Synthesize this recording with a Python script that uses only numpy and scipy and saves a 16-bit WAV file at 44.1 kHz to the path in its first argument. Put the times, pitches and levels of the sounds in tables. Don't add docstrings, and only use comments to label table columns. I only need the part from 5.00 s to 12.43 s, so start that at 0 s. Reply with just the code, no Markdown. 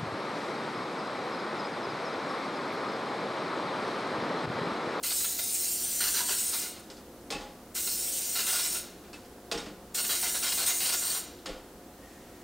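import sys
import numpy as np
from scipy import signal
from scipy.fft import rfft, irfft, next_fast_len
from scipy.io import wavfile
from scipy.ndimage import uniform_filter1d, map_coordinates

SR = 44100
rng = np.random.default_rng(int(sys.argv[2]) if len(sys.argv) > 2 else 0)


def output_pcm(signal):
    pcm = np.clip(np.atleast_2d(signal).T, -1, 1) * 32767
    wavfile.write(sys.argv[1], SR, np.round(pcm).astype(np.int16))


def amplitude_ratio(level_db):
    exponent = np.asarray(level_db, float) / 20
    return 10 ** exponent


N = 327663
TIME = np.arange(N) / SR
FAST_N = next_fast_len(N)

# (opens [s], shuts [s], jet hiss [dB], steady gurgle [dB], closing t60 [s])
PRESSES = [
    (0.024, 1.61, -31.5, -47.5, 0.27),
    (2.741, 3.747, -32, -45.5, 0.2),
    (4.938, 6.17, -32, -48, .17),
]
# (time [s], peak level [dB], length [s], extra bottom [dB])
SLUGS = [(0.033, -35.5, 0.039, -10), (0.103, -29.5, 0.022, -9), (0.2, -33.5, 0.013, -2),
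         (0.2415, -31.5, 0.016, -5), (0.388, -30, 0.011, 0), (1.002, -27, 0.053, 2.5),
         (1.066, -27, 0.024, 4.5), (1.14, -27.5, 0.053, -1), (1.188, -32, 0.028, 9.2),
         (1.283, -29, 0.045, 6.5), (1.4, -49, 0.021, -5), (1.527, -29.5, 0.028, 9), (1.621, -40, 0.04, -8),
         (2.75, -34.5, 0.038, -7), (2.87, -30.5, 0.01, 4), (3.351, -28.5, 0.064, 2.5),
         (3.465, -26.5, 0.037, 2), (3.524, -26.5, 0.026, 3), (3.549, -27, 0.051, 2.5),
         (3.644, -30, 0.021, 1), (3.744, -33.5, 0.031, 5),
         (4.945, -32.5, 0.037, -1), (4.98, -27, 0.022, 3), (5.039, -31.5, 0.017, -14),
                (5.091, -27, 0.041, 6.5), (5.149, -30.5, 0.023, -6), (5.225, -28, 0.058, 2.5),
                (5.342, -29.5, 0.032, 5), (5.424, -28, 0.068, 1), (5.519, -26.5, 0.012, -16),
                (5.574, -29, 0.064, 3.5), (5.66, -27.5, 0.054, -8), (5.802, -29, 0.06, -11),
                (5.85, -30, 0.056, 3.5), (5.92, -25.5, 0.024, 4), (6.02, -34, 0.1, 1.5),
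                (6.143, -34, 0.032, 7.5)]
# (time [s], peak level [dB], length [s])
GAS_PUFFS = [
    (1.002, -29, .012),
    (1.4, -38, 0.036),
    (1.792, -50, .006),
    (4.946, -34, .01),
    (5.66, -27, 0.034),
]
# (frequency [Hz], level per Hz [dB])
JET_SPECTRUM = [(900, -52), (1500, -21), (2060, -11), (2770, -11.5), (3660, -8.5), (4240, -5.5), (6060, -2),
                (8740, -0.5), (9700, -6), (11100, -8), (12500, -4.5), (14000, 0), (15700, -2)]
# (frequency [Hz], width [Hz], lift above the hiss [dB])
NOZZLE_WHISTLES = [(9130, 1380, 8.5), (4250, 160, 1.5), (7400, 430, 2)]
# (frequency [Hz], level per Hz [dB])
SPUTTER_SPECTRUM = [(240, -55), (400, -9.5), (1030, -8.5), (1460, -7), (1820, -3.5), (4240, 2), (5030, 2),
                    (8760, -6.5), (16000, -4)]
# (frequency [Hz], width [Hz], lift above the gurgle [dB])
TUBE_RESONANCES = [(765, 660, 8.5), (1457, 246, 9), (2050, 310, 8.5), (2864, 53, 7.5), (3260, 68, 8.5),
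                   (3910, 750, 4), (4530, 250, 4.5), (5500, 190, -1), (6000, 250, 6), (7050, 300, 4.5)]
# (time [s], peak level [dB], fade t60 [s], hardness as extra top [dB],
# basket mode nearest the blow [Hz])
KNOCKS = [(1.761, -40, 0.28, 2, 296), (1.9, -38, 0.15, 5, 490), (1.968, -45.5, 0.15, 7, 536),
          (2.3032, -25, 0.16, 4, 630), (2.323, -27.5, 0.087, 2, 820), (2.348, -31.5, 0.43, -5, 401),
          (2.4074, -38.5, 0.13, 2, 834), (2.4444, -45, 0.22, -5, 358), (4.0392, -44.5, 0.12, -7, 295),
          (4.0794, -49, 0.15, -2, 293), (4.13, -36, 0.22, 2.5, 331), (4.2474, -50.5, 0.13, 6, 307),
          (4.514, -21.5, 0.061, 5, 500), (4.5416, -27.5, 0.14, -1.5, 310), (4.575, -28, 0.23, 2.5, 514),
          (4.658, -34, 0.14, -3.5, 305), (4.6994, -47, 0.2, -14, 310), (6.3869, -52, 0.04, 8, 495),
          (6.458, -27, 0.092, 2.5, 494), (6.49, -32.5, 0.26, -5, 460), (6.558, -50, 0.3, -7, 522)]
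# (frequency [Hz], level per Hz [dB])
CRACK_SPECTRUM = [(120, -40), (400, -9), (900, 4), (1850, 3), (3260, 0.5), (5500, -3.5), (8700, -7),
                  (10000, -15), (15500, -36)]
# (frequency [Hz], level [dB], t60 [s])
TRAY_MODES = [(1454, -14.5, 0.063), (2070, -27, 0.055), (2600, -20, 0.032), (3230, -21, 0.035),
              (3750, -34, .04), (4340, -23, 0.034), (4890, -17, .04), (5560, -12, 0.024), (7150, -30, .04)]
# (frequency [Hz], level [dB], t60 [s])
BASKET_MODES = [(212, 0.5, 0.24), (310, 1, 0.13), (412, -6, 0.13), (460, -9, 0.29), (520, 2, 0.083),
                (643, 5, 0.024), (830, 2.5, 0.13), (1046, -27, 0.065), (1126, -1, 0.22)]
# (time [s],
# frequency [Hz], level [dB], t60 [s])
PINGS_AND_RUMBLES = [(2.322, 2600, -39, 0.039), (2.322, 830, -49, 0.12), (2.35, 2600, -41, 0.078),
                     (2.40, 830, -47, 0.39), (4.133, 2620, -55, .08), (4.518, 2600, -39, .05),
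                     (4.52, 678, -36, 0.11), (4.524, 830, -34, .1), (4.539, 460, -38, 0.092),
                     (4.575, 5500, -39, .04), (6.1, 4430, -33, .04), (4.585, 3750, -40, .07),
                     (6.482, 520, -37.5, 0.044), (2.33, 38, -51, .8), (4.53, 44.8, -51, .7),
                     (6.501, 32.1, -47, 0.55), (6.545, 520, -42, 0.12)]
# (time [s], level [dB])
FINGER_RUB = [
    (6.85, -81),
    (6.908, -76),
    (7.044, -60.5),
    (7.384, -65),
    (7.422, -60),
    (7.43, -78),
]
# (frequency [Hz], t60 [s])
KITCHEN_T60 = [(200, 0.94), (1000, 0.61), (5000, 0.48), (14000, 0.16)]
# (frequency [Hz], level per Hz [dB])
AIR_SPECTRUM = [(12, -35), (20, -7.5), (59, -6), (90, -5), (151, -7.5), (229, 0.5), (347, -1.5), (484, -6),
                (700, -8), (1080, -13), (1550, -16), (2340, -22.5), (8000, -24.5), (15000, -26)]
# (frequency [Hz], rms level [dB])
FRIDGE_HUM = [(59.2, -61.5), (177.6, -65), (269.2, -79), (296.1, -64), (355.3, -58.5), (414.5, -65),
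              (484.5, -63), (532.9, -61.5), (716.0, -62)]


def rms_one(x):
    return x / np.sqrt(np.mean(x ** 2) + 1e-20)


def at_hz(points, hz):
    point_hz, values = np.transpose(points)
    return np.interp(np.log(hz + 1), np.log(point_hz), values)


def coloured(spectrum, peaks=(), source=None):
    hz = np.fft.rfftfreq(FAST_N, 1 / SR)
    lift_db = sum(db / (1 + (2 * (hz - peak_hz) / width) ** 2) for peak_hz, width, db in peaks)
    source = rng.standard_normal(FAST_N) if source is None else source
    shaped = rfft(source, FAST_N) * amplitude_ratio(at_hz(spectrum, hz) + lift_db)
    return rms_one(irfft(shaped, FAST_N)[:N])


def filtered(x, order, hz, kind="low"):
    return signal.sosfilt(signal.butter(order, hz, kind, fs=SR, output="sos"), x)


def drift(rate_hz):
    r = np.exp(-2 * np.pi * rate_hz / SR)
    wander = signal.lfilter([1], [1, -2 * r, r * r], rng.standard_normal(N + SR))
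    return rms_one(wander[SR:])


def burst(s, length, t60, rise):
    shape, start = np.zeros(N), round(s * SR)
    age = TIME[:min(SR // 2, N - start)]
    fade = amplitude_ratio(-60 * np.maximum(age - length, 0) / max(t60, 0.005))
    shape[start:start + len(age)] = np.clip(age / rise, 0, 1) * fade
    return shape


def bursts(rows, noise, split_hz, rise):
    low = filtered(noise, 2, split_hz[0])
    high = filtered(noise, 2, split_hz[1], "high")
    rows = np.array(rows)
    shapes = np.array([burst(s, length, t60, rise) for s, _, length, t60 in rows[:, :4]]) ** 2
    peak_db, top_db, bottom_db = rows[:, 1], rows[:, 4], rows[:, 5]
    thirds_db = peak_db + [bottom_db, 0 * bottom_db, top_db]
    gains = np.sqrt(amplitude_ratio(thirds_db) ** 2 @ shapes)
    return gains[0] * low + gains[1] * (noise - low - high) + gains[2] * high


def ring(drive, modes):
    out = 0
    for hz, db, t60 in modes:
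        r, w = amplitude_ratio(-60 / (t60 * SR)), 2 * np.pi * hz / SR
        push = [0, amplitude_ratio(db) * np.sin(w)]
        out = out + signal.lfilter(push, [1, -2 * r * np.cos(w), r * r], drive + 1e-18)
    return out


def spitting(per_s, spread_db):
    hits = rng.random(N) < per_s / SR
    sizes = amplitude_ratio(spread_db * np.minimum(rng.exponential(1, N), 3))
    drops = hits * sizes * rng.choice([-1, 1], N)
    return rng.standard_normal(N) + drops


def patchy(x, depth_db, frames, bins):
    cells = signal.stft(x, nperseg=512)[2]
    swell = uniform_filter1d(rng.standard_normal(cells.shape), size=bins, axis=0)
    swell = uniform_filter1d(swell, size=frames, axis=1)
    return rms_one(signal.istft(cells * amplitude_ratio(depth_db * rms_one(swell)), nperseg=512)[1][:N])


def valve(column, grows_db_per_s=0, t60=None):
    open_s, closing_curve = 0.01, 1.4
    gain = 0
    for row in PRESSES:
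        opens, shuts = row[:2]
        held_db = row[column] + grows_db_per_s * (np.clip(TIME, opens, shuts) - (opens + shuts) / 2)
        closing_db = -60 * (np.maximum(TIME - shuts, 0) / (t60 or row[4])) ** closing_curve
        gain = gain + np.clip((TIME - opens) / open_s, 0, 1) ** 2 * amplitude_ratio(held_db + closing_db)
    return gain


def slug_rows():
    fade_s, fade_per_length, top_db = 0.029, 1.8, 0.5
    return [(s, db, length, fade_s + fade_per_length * length, top_db, bottom_db)
            for s, db, length, bottom_db in SLUGS]


def jet():
    hiss = coloured(JET_SPECTRUM, NOZZLE_WHISTLES, spitting(per_s=2100, spread_db=-2.0))
    hiss = patchy(hiss, depth_db=1.86, frames=6, bins=10)
    hiss = patchy(hiss, depth_db=1.7, frames=16, bins=3)
    flutter_db = 0.78 * drift(15) + 0.43 * drift(68)
    slug_drive_db = -11
    power = valve(column=2) ** 2
    for s, db, length, t60, *_ in slug_rows():
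        power = power + (amplitude_ratio(db + slug_drive_db) * burst(s, length, t60, rise=0.0046)) ** 2
    for s, db, length in GAS_PUFFS:
        power = power + (amplitude_ratio(db) * burst(s, length, t60=0.06, rise=0.0055)) ** 2
    return np.sqrt(power) * amplitude_ratio(flutter_db) * hiss


def sputter():
    tube = coloured(SPUTTER_SPECTRUM, TUBE_RESONANCES, spitting(per_s=900, spread_db=2.5))
    tube = patchy(tube, depth_db=2.54, frames=12, bins=3)
    slugs = bursts(slug_rows(), tube * amplitude_ratio(1.1 * drift(57)), split_hz=(1200, 3600), rise=0.0036)
    flow = valve(column=3, grows_db_per_s=8, t60=0.54)
    gurgle = flow * coloured(SPUTTER_SPECTRUM, TUBE_RESONANCES)
    return amplitude_ratio(-5) * slugs + amplitude_ratio(-4.5) * gurgle


def echoes(x):
    out = x
    for lag_ms, wander_ms, db in [(0.719, 0.029, -12), (2.9, 0.1, -12)]:
        lag = (lag_ms + wander_ms * drift(1.265)) * SR / 1000
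        out = out + amplitude_ratio(db) * map_coordinates(x, [np.arange(N) - lag], order=3)
    return out


def knocks():
    chatter = spitting(per_s=460, spread_db=4.0)
    rattles = [(s, db, 0.014, t60, top_db, 0.1) for s, db, t60, top_db, _ in KNOCKS]
    crack = bursts(rattles, coloured(CRACK_SPECTRUM, (), chatter), split_hz=(1200, 3500), rise=0.0006)
    pushes = chatter * np.array([burst(row[0], 0.015, 0.063, 0.0072) for row in KNOCKS])
    _, peak_db, _, hardness_db, struck_hz = np.transpose(KNOCKS)
    thud_db = peak_db - 5.5 - 0.95 * hardness_db
    thud = 0
    for mode in BASKET_MODES:
        octaves_off = np.abs(np.log2(mode[0] / struck_hz))
        strength = amplitude_ratio(thud_db - 9.5 * octaves_off)
        thud = thud + ring(strength @ pushes, [mode])
    thud = filtered(thud, 2, 140, "high")
    return amplitude_ratio(-13.0) * crack + amplitude_ratio(-37.5) * ring(crack, TRAY_MODES) + amplitude_ratio(-31.5) * thud


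def ticks():
    snap = coloured([(1200, -23), (3000, 4), (5000, 9), (9000, -17), (15500, -11)])
    return snap * sum(amplitude_ratio(db + hardness_db - 15.5) * burst(s, 0.0034, 0.064, 0.00026)
                      for s, db, _, hardness_db, _ in KNOCKS)


def pings():
    rings = sum(amplitude_ratio(db) * burst(s, 0.014, t60, 0.0016) * np.sin(2 * np.pi * hz * TIME)
                for s, hz, db, t60 in PINGS_AND_RUMBLES)
    return rings * amplitude_ratio(5.1 * drift(38))


def rub():
    skin = coloured([(900, -20), (1800, 3), (5000, -6), (8000, -3), (11000, -16)], [(1860, 78, 13)])
    s, db = np.transpose(FINGER_RUB)
    slide_db = np.interp(TIME, [*s, s[-1] + 0.3], [*db, db[-1] - 40], left=-200, right=-200)
    return amplitude_ratio(slide_db) * skin


def kitchen(x):
    age, tail = TIME[:SR] - 0.006, 0
    for hz in 125 * 2.0 ** np.arange(7):
        t60 = at_hz(KITCHEN_T60, hz * np.sqrt(2))
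        octave = filtered(rng.standard_normal(SR), 2, [hz, min(2 * hz, 0.45 * SR)], "band")
        tail = tail + octave * (age > 0) * amplitude_ratio(-60 * age / t60) / np.sqrt(t60)
    return signal.fftconvolve(x, tail / np.sqrt(np.sum(tail ** 2)))[:N]


def background():
    hum = 0
    for hz, db in FRIDGE_HUM:
        level = amplitude_ratio(db - 2.5 + 2.7 * drift(2.9)) * np.sqrt(2)
        hum = hum + level * np.sin(2 * np.pi * hz * TIME + 1.14 * drift(3.1))
    return amplitude_ratio(-50.5) * coloured(AIR_SPECTRUM) + hum


def scene():
    near = amplitude_ratio(0.2) * echoes(jet() + sputter()) + knocks() + ticks() + rub()
    mid = near + pings() + amplitude_ratio(-7.5) * kitchen(near) + background()
    side = amplitude_ratio(-62.5) * coloured([(60, 4.5), (600, -1.0), (3000, -0.066), (15000, -1.0)])
    return np.array([mid + side, mid - side])


def band_limit(x):
    return signal.sosfilt(signal.butter(12, 16650, fs=SR, output="sos"), x)


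def record(dry):
    mid, side = (dry[0] + dry[1]) / 2, (dry[0] - dry[1]) / 2
    treble = signal.butter(4, 900, "high", fs=SR, output="sos")
    loud = uniform_filter1d(signal.sosfilt(treble, mid) ** 2, size=1024) > amplitude_ratio(-44.5) ** 2
    side = side - uniform_filter1d(loud * 1.0, size=512) * signal.sosfiltfilt(treble, side)
    rounded = 0.4 * np.tanh(np.array([mid + side, mid - side]) / 0.4)
    passed = np.fft.rfftfreq(FAST_N, 1 / SR) < 15760
    mix = irfft(rfft(rounded, FAST_N) * passed, FAST_N)[:, :N]
    return band_limit(mix)


dry = scene()
out = record(dry)
output_pcm(out)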